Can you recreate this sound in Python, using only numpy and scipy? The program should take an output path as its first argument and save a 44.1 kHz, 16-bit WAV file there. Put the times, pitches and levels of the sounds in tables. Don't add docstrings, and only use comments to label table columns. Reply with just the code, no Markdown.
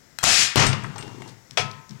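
import sys
import numpy as np
from scipy import signal
from scipy.fft import rfft, irfft
from scipy.io import wavfile
from scipy.ndimage import uniform_filter1d

SR = 44100
rng = np.random.default_rng(int(sys.argv[2]) if len(sys.argv) > 2 else 0)


def transcribe(signal):
    frames = np.atleast_2d(signal).T
    limited = np.clip(frames, -1, 1)
    pcm = np.round(limited * 32767).astype(np.int16)
    wavfile.write(sys.argv[1], SR, pcm)


N = 88200
T = np.arange(N) / SR


def amp(db):
    return 10 ** (np.asarray(db) / 20)


def look_up(points, hz):
    pitches, values = np.transpose(points)
    return np.interp(np.log(hz + 1), np.log(pitches + 1), values)


def evened(x):
    return x / np.sqrt(np.mean(x ** 2) + 1e-20)


def noise(colour):
    gain = amp(look_up(colour, np.fft.rfftfreq(N, 1 / SR)))
    return evened(irfft(rfft(rng.standard_normal(N)) * gain, N))


def since(start):
    return np.maximum(T - start, 0)


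def dying(start, ring_s):
    return (T >= start) * np.exp(-np.log(1000) * np.minimum(since(start) / max(ring_s, 1e-4), 10))


def rise(start, rise_s):
    return 1 - np.exp(-since(start) / rise_s)


def swell(start, rise_s, hold_s, fall_db_per_s):
    return rise(start, rise_s) * amp(-np.minimum(fall_db_per_s * since(start + hold_s), 200))


def ring(start, tones, ratio=1):
    return sum(amp(db) * dying(start, ring_s) * np.sin(2 * np.pi * hz * ratio * since(start)) * (-1) ** k
               for k, (hz, db, ring_s) in enumerate(tones))


def grains(depth_db, samples):
    return evened(amp(depth_db * evened(uniform_filter1d(rng.standard_normal(N), size=samples))))


def yard(sound, tail_db):
    # delay_s, level_db
    echoes = [(.0043, -27), (.0095, -17), (0.0227, -15.5), (.028, -22.5)]
    # pitch_hz, ring_s
    ring_times = [(100, 0.44), (400, 0.28), (1200, 0.73), (3000, 0.44), (6000, 0.3), (12000, 0.21)]
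    hz, t, spectrum = signal.stft(rng.standard_normal(SR), SR, nperseg=256)
    fade = amp(-60 * t / look_up(ring_times, hz)[:, None])
    tail = signal.istft(spectrum * fade, SR, nperseg=256)[1][:SR]
    response = amp(tail_db) * evened(tail * rise(0, 0.015)[:SR]) / np.sqrt(SR)
    for delay, db in echoes:
        response[round(delay * SR)] += amp(db)
    return sound + signal.fftconvolve(sound, response)[:N]


def outdoor_air():
    # pitch_hz, level_db
    colour = [(18, -35), (30, -2), (179, 4.5), (449, -6), (486, -4), (1010, -10.5), (2010, -5), (2680, -16),
              (4780, -13), (5310, -8), (7870, -13), (8520, -21.5), (16000, -23.5)]
    return amp(-51.5) * noise(colour)


def trigger():
    # start_s, level_db, ring_s
    clicks = [(0.187, -18.5, 0.019), (0.2294, -20.5, 0.019)]
    # pitch_hz, level_db
    colour = [(60, -18), (400, -15), (1500, 1.5), (2800, -5), (4500, -5), (7500, -0.5), (10500, -16),
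              (16000, -20)]
    # pitch_hz, level_db, ring_s
    tones = [(126, -17, 0.036), (2520, -16, 0.08), (3273, -18.5, 0.18)]
    return sum(amp(db) * (noise(colour) * dying(s, ring_s) + ring(s, tones)) for s, db, ring_s in clicks)


def valve_pops():
    # start_s, level_db, hold_s
    pops = [(.2328, -12.5, 0.00067), (0.2374, -10.5, 0.00088), (.239, -8.5, 0.0026)]
    # pitch_hz, level_db
    colour = [(30, -2), (200, 1), (500, -7.5), (850, 4), (1600, -4.5), (3500, -9), (7000, -2), (11000, -15),
              (16000, -27)]
    return noise(colour) * sum(amp(db) * swell(s, .0003, hold, 3300) for s, db, hold in pops)


def air_jet():
    # pitch_hz, level_db
    hiss_colour = [(30, -13), (110, -3.5), (200, -13), (400, -10), (900, -14.5), (1600, -1.5), (2500, 0.5),
                   (3600, 1), (5100, 3), (7200, -0.5), (8500, -5.5), (10500, -13), (13000, -25),
                   (16000, -43)]
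    # pitch_hz, width_hz, level_db
    tones = [(2481, 20, -31), (2597, 20, -30), (4950, 28, -30), (5218, 20, -31), (5400, 20, -33),
             (6240, 20, -31), (6815, 20, -31), (7232, 20, -32)]
    # pitch_hz, level_db
    roar_colour = [(40, -22), (200, -9), (400, -13), (700, 2.5), (1300, -8), (2200, -2), (4000, -27),
                   (16000, -46)]
    hz = np.fft.rfftfreq(N, 1 / SR)
    swirl = rfft(rng.standard_normal(N))
    whistles = sum(amp(db) * evened(irfft(swirl / (1 + 1j * (hz - pitch) / width) ** 2, N))
                   for pitch, width, db in tones)
    peak_s, width_s = 0.28, 0.035
    roar = amp(-23) * noise(roar_colour) * np.exp(-.5 * ((T - peak_s) / width_s) ** 2)
    hiss = amp(-14) * noise(hiss_colour)
    return (hiss + whistles + roar) * swell(0.24, rise_s=0.0059, hold_s=0.19, fall_db_per_s=280)


def crash():
    # pitch_hz, level_db
    crack_colour = [(30, 0), (350, 0), (850, 4), (1600, -13), (3200, -7), (6000, -14), (10000, -16),
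                    (16000, -25)]
    # pitch_hz, level_db
    crunch_colour = [(30, -12), (70, -2), (180, 8), (300, 4.5), (520, -1), (1050, 4), (1500, -1.5),
                     (2600, 1.5), (3800, -4.5), (5500, -3), (7500, -9.5), (10000, -23.5), (16000, -48)]
    # start_s, level_db, ring_s
    blows = [(.5612, -26, 0.038), (0.579, -9.5, 0.071), (0.596, -7, 0.044), (0.624, -11, 0.042)]
    start_s, sag_db_per_s = .558, 50
    force = swell(start_s, rise_s=0.011, hold_s=0.07, fall_db_per_s=157)
    force *= amp(-8.5 - sag_db_per_s * since(start_s)) * grains(depth_db=-1, samples=110)
    power = force ** 2 + sum((amp(db) * dying(s, ring_s)) ** 2 for s, db, ring_s in blows)
    crack = amp(-3) * noise(crack_colour) * dying(start_s, ring_s=.016)
    return crack + noise(crunch_colour) * np.sqrt(power)


def hollow_target():
    # start_s, level_db, pitch_ratio
    hits = [(0.564, -8, 1.05), (0.625, -10.5, 1.033), (.684, -19, 1), (0.845, -32.5, 1.08),
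            (1.591, -24.5, 1.08), (1.894, -34, 1.59)]
    # pitch_hz, level_db, ring_s
    tones = [(99.24, -1.5, 0.46), (131.9, 1, 0.39), (191.4, -17, 0.43)]
    booms = sum(amp(db) * ring(s, tones, ratio) * rise(s, .012) for s, db, ratio in hits)
    push_s, push_hz = .672, 40
    cycles = (T - push_s) * push_hz
    push = amp(-22) * np.sin(2 * np.pi * cycles) * np.exp(-(2 * cycles) ** 2)
    return booms + push


def rocking_stand():
    # start_s, level_db, hold_s, fade_db_per_s
    shudders = [(0.569, -24.5, 0.78, 25.5), (1.508, -43, 0.019, 35), (1.59, -31.5, 0.21, 68),
                (1.9, -40.5, .15, 47)]
    # pitch_hz, level_db
    colour = [(30, -19), (65, -38), (100, -7), (130, 4), (165, -7), (210, -5.5), (290, -17.5), (420, -15.5),
              (600, -31), (1000, -23), (2500, -29), (8000, -41.5), (16000, -76)]
    return noise(colour) * sum(amp(db - fade * since(s)) * swell(s, 0.0058, hold, fall_db_per_s=118)
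                               for s, db, hold, fade in shudders)


def metal_clinks():
    # start_s, bright_db, note_db, tick_db
    hits = [(.6665, -18, -37, -15.5), (.731, -40, -39, -39), (.837, -47, -60, -36),
            (.9815, -31.5, -42, -31.5), (1.027, -47, -52, -40), (1.219, -54, -49.5, -41.5)]
    # pitch_hz, level_db, ring_s
    bright = [(3970, -21, 0.035), (6530, -23, 0.18), (7580, -9, 0.081), (8320, -5.5, 0.13),
              (8480, -12, 0.16), (9240, -15, .08), (10840, -19, 0.043)]
    # pitch_hz, level_db, ring_s
    note = [(2783, 0, .7)]
    # pitch_hz, level_db
    colour = [(60, -26), (2000, 1), (4000, -2), (5600, 2), (8300, 0.5), (10000, -10), (13000, -18),
              (16000, -27)]
    contact = noise(colour)
    rest_s, rest_db_per_s = 1.25, 300
    damping = amp(-rest_db_per_s * since(rest_s))
    return sum(amp(bright_db) * ring(s, bright)
               + amp(note_db) * damping * ring(s, note)
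               + amp(tick_db) * contact * dying(s, ring_s=0.044)
               for s, bright_db, note_db, tick_db in hits)


def loose_knocks():
    # start_s, level_db, ring_s, pitch_hz
    knocks = [(0.7285, -16, 0.044, 2970), (0.736, -24.5, 0.042, 1030), (0.836, -29.5, 0.096, 960),
              (.844, -20.5, .045, 1220), (.959, -29.5, 0.092, 914.4), (0.982, -34, 0.14, 1400),
              (1.0084, -31, 0.026, 4200), (1.025, -29, 0.037, 3240), (1.079, -38, 0.023, 1180),
              (1.219, -31.5, 0.039, 870), (1.2198, -34, 0.033, 2300), (1.26, -43, 0.031, 700),
              (1.276, -39, 0.065, 5040), (1.288, -38.5, 0.067, 4900)]
    # pitch_ratio, level_db
    colour = [(.05, -7), (.5, -6.5), (.8, 0), (1, 2.5), (1.25, -3.5), (1.7, -5.5), (2.5, -20.5), (4, -36),
              (14, -57)]
    sound = np.zeros(N)
    for s, db, ring_s, hz in knocks:
        burst = noise([(ratio * hz, level) for ratio, level in colour])
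        sound += amp(db) * burst * swell(s, rise_s=0.00078, hold_s=0, fall_db_per_s=60 / ring_s)
    return sound


def settling_ticks():
    # start_s, level_db, ring_s
    ticks = [(0.959, -37, 0.046), (1.078, -41.5, 0.03), (1.5099, -25.5, 0.0077), (1.713, -30, 0.016),
             (1.8932, -33.5, 0.02), (1.9086, -35.5, 0.016)]
    # pitch_hz, level_db
    colour = [(60, -22), (1000, -18), (2200, -11), (3300, 4), (5600, 10.5), (8000, -4.5), (11000, -21),
              (16000, -22)]
    return noise(colour) * sum(amp(db) * dying(s, ring_s) for s, db, ring_s in ticks)


def scrape():
    # pitch_hz, level_db
    colour = [(40, -15), (170, -19), (240, 3), (310, 0.5), (400, 3.5), (580, -13.5), (900, -2), (1500, -26),
              (3000, -21.5), (7000, -23), (11000, -37), (16000, -64)]
    start_s, sag_db_per_s = 0.98, 17.5
    slide = swell(start_s, rise_s=0.0075, hold_s=0.327, fall_db_per_s=270)
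    slide *= amp(-40.5 - sag_db_per_s * since(start_s))
    return slide * grains(depth_db=3.5, samples=250) * noise(colour)


def falling_piece():
    # start_s, level_db
    hits = [(1.5721, -12), (1.594, -20.5)]
    # pitch_hz, level_db
    colour = [(40, -15), (300, -26), (390, 3), (480, 4.5), (590, -3), (740, 2.5), (900, -0.5), (1150, -4.5),
              (1800, -4), (2500, 0.5), (3900, -6.5), (5500, -5.5), (7500, -14), (10000, -25.5),
              (16000, -43)]
    # pitch_hz, level_db, ring_s
    short_tones = [(480, -26, 0.098), (738.6, -7, 0.15), (2000, -38, .15), (2272, -13, .14),
                   (2525, -1.5, 0.07), (2640, -22.5, 0.34), (3350, -5.5, 0.13), (4730, -10.5, 0.17),
                   (5790, 0, 0.033), (8400, -14, 0.049)]
    # pitch_hz, level_db, ring_s
    long_tones = [(904, -38, 1), (1028, -31.5, .8), (1292, -24.5, .6)]
    clack = sum(amp(db) * (noise(colour) * dying(s, 0.15) + ring(s, short_tones)) * rise(s, 0.0013)
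                for s, db in hits)
    return yard(clack, tail_db=-15.5) + ring(hits[0][0], long_tones)


def scene():
    cannon = yard(trigger() + valve_pops() + air_jet(), tail_db=-8.5)
    breakage = yard(crash() + loose_knocks() + metal_clinks() + settling_ticks() + scrape(), tail_db=-13.5)
    left = cannon + breakage + falling_piece() + hollow_target() + rocking_stand() + outdoor_air()
    right = amp(-77.5) * noise([(30, 7), (300, 8), (3000, -5), (16000, -1)])
    return np.array([left, right])


def record(dry):
    limit_db, cut_share, recover_db_per_s = -11.5, 0.53, 95
    ceiling, top_hz = .95, 16300
    power_db = 10 * np.log10(abs(uniform_filter1d(dry[0] ** 2, size=200)) + 1e-12)
    fall = T * recover_db_per_s
    peak_db = np.maximum.accumulate(power_db + fall) - fall
    over_db = np.maximum(peak_db - limit_db, 0)
    held = dry * amp(-cut_share * uniform_filter1d(over_db, size=100))
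    rounded = ceiling * np.tanh(held / ceiling)
    lowpass = signal.firwin(255, top_hz, window=("kaiser", 9), fs=SR)
    return signal.oaconvolve(rounded, lowpass[None], "same")


dry = scene()
out = record(dry)
transcribe(out)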